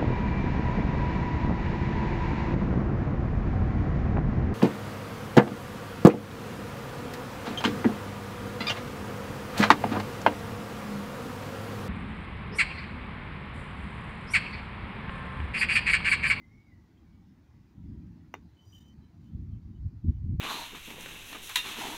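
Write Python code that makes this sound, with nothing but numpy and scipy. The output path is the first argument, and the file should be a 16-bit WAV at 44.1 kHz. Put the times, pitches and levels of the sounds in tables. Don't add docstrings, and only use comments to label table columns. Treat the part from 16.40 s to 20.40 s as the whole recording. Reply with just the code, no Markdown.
import sys
import numpy as np
from scipy import signal
from scipy.fft import rfft, irfft
from scipy.io import wavfile
from scipy.ndimage import uniform_filter1d

SR = 44100
rng = np.random.default_rng(int(sys.argv[2]) if len(sys.argv) > 2 else 0)


def put_to_file(sound):
    columns = np.atleast_2d(sound).T
    safe = np.clip(columns, -1, 1)
    whole_steps = np.round(safe * 32767)
    wavfile.write(sys.argv[1], SR, whole_steps.astype(np.int16))


N = 176400


def undb(db):
    return 10 ** (np.asarray(db) / 20)


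def unit(x):
    return x / np.sqrt(np.mean(x ** 2))


def clock():
    return np.arange(N) / SR


def curve(table):
    rows = np.array(table, float).T
    return [np.interp(clock(), rows[0], column) for column in rows[1:]]


def noise(colour):
    table_hz, table_db = np.array(colour, float).T
    f_hz = np.maximum(np.fft.rfftfreq(N, 1 / SR), 1)
    gain = undb(np.interp(np.log(f_hz), np.log(table_hz), table_db))
    return unit(irfft(rfft(rng.standard_normal(N)) * gain, N))


def wander(rate_hz):
    steps = N // 32
    f_hz = np.fft.rfftfreq(steps, N / SR / steps)
    slow = irfft(rfft(rng.standard_normal(steps)) * np.exp(-(f_hz / rate_hz) ** 2), steps)
    return np.interp(np.arange(N), np.linspace(0, N, steps), unit(slow))


def fade(t60_s):
    return np.exp(-np.log(1000) * clock() / t60_s)


def convolve(x, response):
    return signal.fftconvolve(x, response)[:N]


STEADY_S, STEADINESS = 0.074, 0.56


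def eddies(colour):
    x = noise(colour)
    power = uniform_filter1d(np.abs(signal.hilbert(x)) ** 2, int(STEADY_S * SR))
    return unit(x / power ** (STEADINESS / 2))


# (time [s], deep rumble level [dB], flutter level [dB])
GUST_LEVELS = [(0.0, -70.5, -57), (0.058, -59, -64), (0.192, -56, -60.5), (0.218, -68, -68),
               (0.368, -55, -60), (0.496, -64.5, -65), (0.688, -55.5, -60), (0.934, -64, -58),
               (1.106, -59.5, -75), (1.164, -56.5, -59.5), (1.326, -65.5, -66.5), (1.39, -49, -52),
               (1.512, -44, -45), (1.92, -60.5, -59), (1.97, -58, -59), (2.08, -53, -54.5), (2.1, -62, -91),
               (2.13, -54, -87), (2.19, -75, -63), (2.28, -53.5, -77), (2.31, -57, -62.5), (2.57, -59, -57),
               (2.59, -51, -54.5), (2.72, -65, -63.5), (2.78, -53.5, -55.5), (2.9, -54.5, -53),
               (2.94, -39.5, -44.5), (3.08, -42, -52), (3.13, -38, -46.5), (3.18, -40.5, -52),
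               (3.21, -52.5, -58.5), (3.29, -39, -50), (3.34, -52.5, -52), (3.39, -41, -60),
               (3.47, -29.5, -52.5), (3.52, -57, -55.5), (3.54, -46.5, -53), (3.58, -42.5, -67),
               (3.61, -56, -60), (3.63, -48, -66), (3.65, -30, -35.5), (3.7, -25.5, -32.5),
               (3.74, -39, -58), (3.8, -38, -58), (3.84, -34, -46), (3.96, -29, -38), (3.97, -46.5, -69),
               (3.99, -23.5, -55)]
# (frequency [Hz], level [dB])
RUMBLE_COLOUR = [(15, -54.5), (28, -24), (40, -7), (58, -1), (82, 2), (125, -3), (170, -15.5), (260, -41.5),
                 (500, -88)]
# (frequency [Hz], level [dB])
FLUTTER_COLOUR = [(80, -25.5), (160, 3), (215, 0.5), (300, -6.5), (370, -18.5), (460, -38.5), (700, -48.5),
                  (1500, -80)]
RUMBLE_TRIM_DB, FLUTTER_TRIM_DB = 1, 1


def wind():
    deep_db, light_db = curve(GUST_LEVELS)
    rumble = eddies(RUMBLE_COLOUR) * undb(deep_db + RUMBLE_TRIM_DB)
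    flutter = eddies(FLUTTER_COLOUR) * undb(light_db + FLUTTER_TRIM_DB)
    return rumble + flutter


# (frequency [Hz], level [dB])
AIR_COLOUR = [(30, -15), (150, -6.5), (320, 15.5), (400, 5.5), (480, -0.5), (600, -2), (900, 0.5),
              (1400, -6), (2000, -5.5), (3000, -12.5), (4500, -12.5), (6700, -18), (8000, -26),
              (13500, -26.5), (15300, -20), (16000, -30)]
# (time [s], level [dB])
AIR_LEVELS = [(0, -69), (.8, -69), (1.2, -69), (2.4, -68.5), (4, -71.5)]
SWAY_EDGES_HZ = np.geomspace(250, 6000, num=38)
SWAY_RMS_DB, SWAY_RATE_HZ = 2.1, 9


def air():
    hush = noise(AIR_COLOUR)
    spectrum, f_hz = rfft(hush), np.fft.rfftfreq(N, 1 / SR)
    for lo_hz, hi_hz in zip(SWAY_EDGES_HZ, SWAY_EDGES_HZ[1:]):
        band = irfft(spectrum * ((f_hz >= lo_hz) & (f_hz < hi_hz)), N)
        sway = unit(undb(SWAY_RMS_DB * wander(SWAY_RATE_HZ)))
        hush = hush + band * (sway - 1)
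    return hush * undb(curve(AIR_LEVELS)[0])


SQUEAL_EDGE_S, SQUEAL_FLUTTER_RMS_DB, OCTAVE_DB = 0.014, 4, -22.5


def squeal(start_s, length_s, pitch_hz, level_db, jitter_share):
    t = clock() - start_s
    gate = np.clip(np.minimum(t, length_s - t) / SQUEAL_EDGE_S + .5, 0, 1)
    phase = 2 * np.pi * np.cumsum(pitch_hz * (1 + jitter_share * wander(200))) / SR
    tone = unit(np.sin(phase) + undb(OCTAVE_DB) * np.sin(2 * phase))
    return gate * tone * undb(level_db + SQUEAL_FLUTTER_RMS_DB * wander(99))


# (time [s], pitch [Hz], level [dB])
WHISTLE_TRACK = [(0, 2090, -70), (.055, 2055, -72.5), (.086, 2124, -80.5), (.16, 2225, -68.5),
                 (.26, 2215, -74.5), (.31, 2050, -73.5), (.37, 1926, -78.5), (.43, 1970, -92)]
# (time [s], length [s], pitch [Hz], level [dB], rms pitch jitter [share])
PEEP_TONES = [(0.574, 0.016, 3210, -72.5, 0.015), (.64, 0.12, 2240, -85, 0.011)]
WHISTLE_JITTER_SHARE, WHISTLE_FLUTTER_RMS_DB = .016, 3.8
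BIRD_ECHO_DB, BIRD_ECHO_T60_S = -4, 0.45


def bird():
    pitch_hz, level_db = curve(WHISTLE_TRACK)
    jittered_hz = pitch_hz * (1 + WHISTLE_JITTER_SHARE * wander(160))
    tone = unit(np.sin(2 * np.pi * np.cumsum(jittered_hz) / SR))
    sounding = clock() < WHISTLE_TRACK[-1][0]
    whistle = tone * undb(level_db + WHISTLE_FLUTTER_RMS_DB * wander(45)) * sounding
    song = whistle + sum(squeal(*row) for row in PEEP_TONES)
    echo = rng.standard_normal(N) * fade(BIRD_ECHO_T60_S)
    return song + undb(BIRD_ECHO_DB) * convolve(song, echo / np.linalg.norm(echo))


# (time [s], level re first blow [dB], contact decay constant [s])
BLOWS = [(1.9401, 0, .00003), (1.9505, -13, .00005)]
# (frequency [Hz], level [dB], t60 [s])
SPINDLE_MODES = [(343, -5, 0.021), (714, 0, 0.013), (925, 4, 0.01), (1200, -4.5, 0.018),
                 (1540, -8.5, 0.012), (2035, -3, 0.018), (2420, -9.5, 0.015), (2820, -8, 0.02),
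                 (3220, -32, 0.052), (3630, -27.5, 0.089), (4230, -41, 0.095), (5900, -14, 0.022),
                 (6680, -32, 0.037), (15100, -10, .009)]
# (frequency [Hz], level [dB])
GRIT_COLOUR = [(30, -33), (150, -1), (380, 7.5), (600, -12), (950, -8), (1500, -11), (2600, -13),
               (4200, -35), (6800, -27), (8000, -46), (16000, -52)]
KNOCK_DB, ATTACK_S = -21.5, .0004
CRACK_DB, CRACK_T60_S = -18, .018
YARD_DB, YARD_T60_S = -25, 0.15


def knocks():
    t, out = clock(), np.zeros(N)
    rise = 1 - np.exp(-(t / ATTACK_S) ** 2)
    ring = np.zeros(N)
    for k, (hz, db, t60_s) in enumerate(SPINDLE_MODES):
        sign = (-1) ** k
        ring += sign * rise * undb(db) * fade(t60_s) * np.sin(2 * np.pi * hz * t)
    ring = ring / np.abs(ring).max()
    for start_s, db, contact_s in BLOWS:
        push = np.exp(-t / contact_s)
        wood = convolve(ring, push / push.sum())
        decay = undb(CRACK_DB) * fade(CRACK_T60_S) + undb(YARD_DB) * fade(YARD_T60_S)
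        grit = rise * noise(GRIT_COLOUR) * decay
        at = int(start_s * SR)
        out[at:] += undb(KNOCK_DB + db) * (wood + grit)[:N - at]
    return out


# (frequency [Hz], half-width at -6 dB [Hz], level [dB])
SHAFT_MODES = [(3135, 130, -4.5), (3760, 190, -11.5), (4870, 110, -4), (5200, 69, -18.5), (5800, 57, 1.5),
               (6920, 330, -6), (8400, 300, -13.5), (9100, 190, -12.5), (12130, 160, -11),
               (14730, 640, -10.5)]
# (time [s], level [dB])
RUB_LEVELS = [(2.1, -100), (2.19, -89), (2.26, -78.5), (2.30, -79.5), (2.36, -69.5), (2.44, -79),
              (2.52, -84), (2.58, -104), (2.77, -101), (2.86, -84), (2.94, -99)]
# (time [s], length [s], pitch [Hz], level [dB], rms pitch jitter [share])
SQUEAK_TONES = [(2.171, 0.035, 3030, -71.5, 0.0067), (2.201, 0.052, 3064, -71.5, .01),
                (2.26, .028, 3040, -79, 0.0073), (2.261, 0.05, 4860, -76, 0.0085),
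                (2.267, 0.095, 5920, -78, .004), (2.325, 0.06, 3030, -66, .022),
                (2.36, 0.184, 5990, -84.5, 0.0063), (2.394, 0.064, 3020, -73, 0.018),
                (2.402, 0.03, 3690, -77, 0.019), (2.446, .087, 3065, -73.5, 0.0065),
                (2.61, 0.057, 3060, -82, .02), (2.62, 0.059, 3980, -83.5, 0.0089),
                (2.827, 0.087, 3040, -84, 0.016), (3.113, 0.065, 3120, -87, 0.011),
                (3.343, 0.036, 2960, -81.5, .01), (3.666, 0.046, 3040, -86, .01),
                (3.747, 0.032, 2990, -84, .01)]
RUB_FLUTTER_RMS_DB = 3.0


def fingers():
    f_hz = np.fft.rfftfreq(N, 1 / SR)
    body = sum(undb(db) / (1 + 1j * (f_hz - hz) / width_hz) ** 2 for hz, width_hz, db in SHAFT_MODES)
    level_db = RUB_FLUTTER_RMS_DB * wander(90) + curve(RUB_LEVELS)[0]
    friction = rng.standard_normal(N) * undb(level_db)
    slide = irfft(rfft(friction) * unit(np.abs(body)), N)
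    return slide + sum(squeal(*row) for row in SQUEAK_TONES)


def scene():
    return (wind() + air() + bird() + knocks() + fingers())[None]


TOP_HZ = 15650


def record(dry):
    sos = signal.ellip(10, .2, 70, TOP_HZ, fs=SR, output="sos")
    return signal.sosfilt(sos, dry)


dry = scene()
out = record(dry)
put_to_file(out)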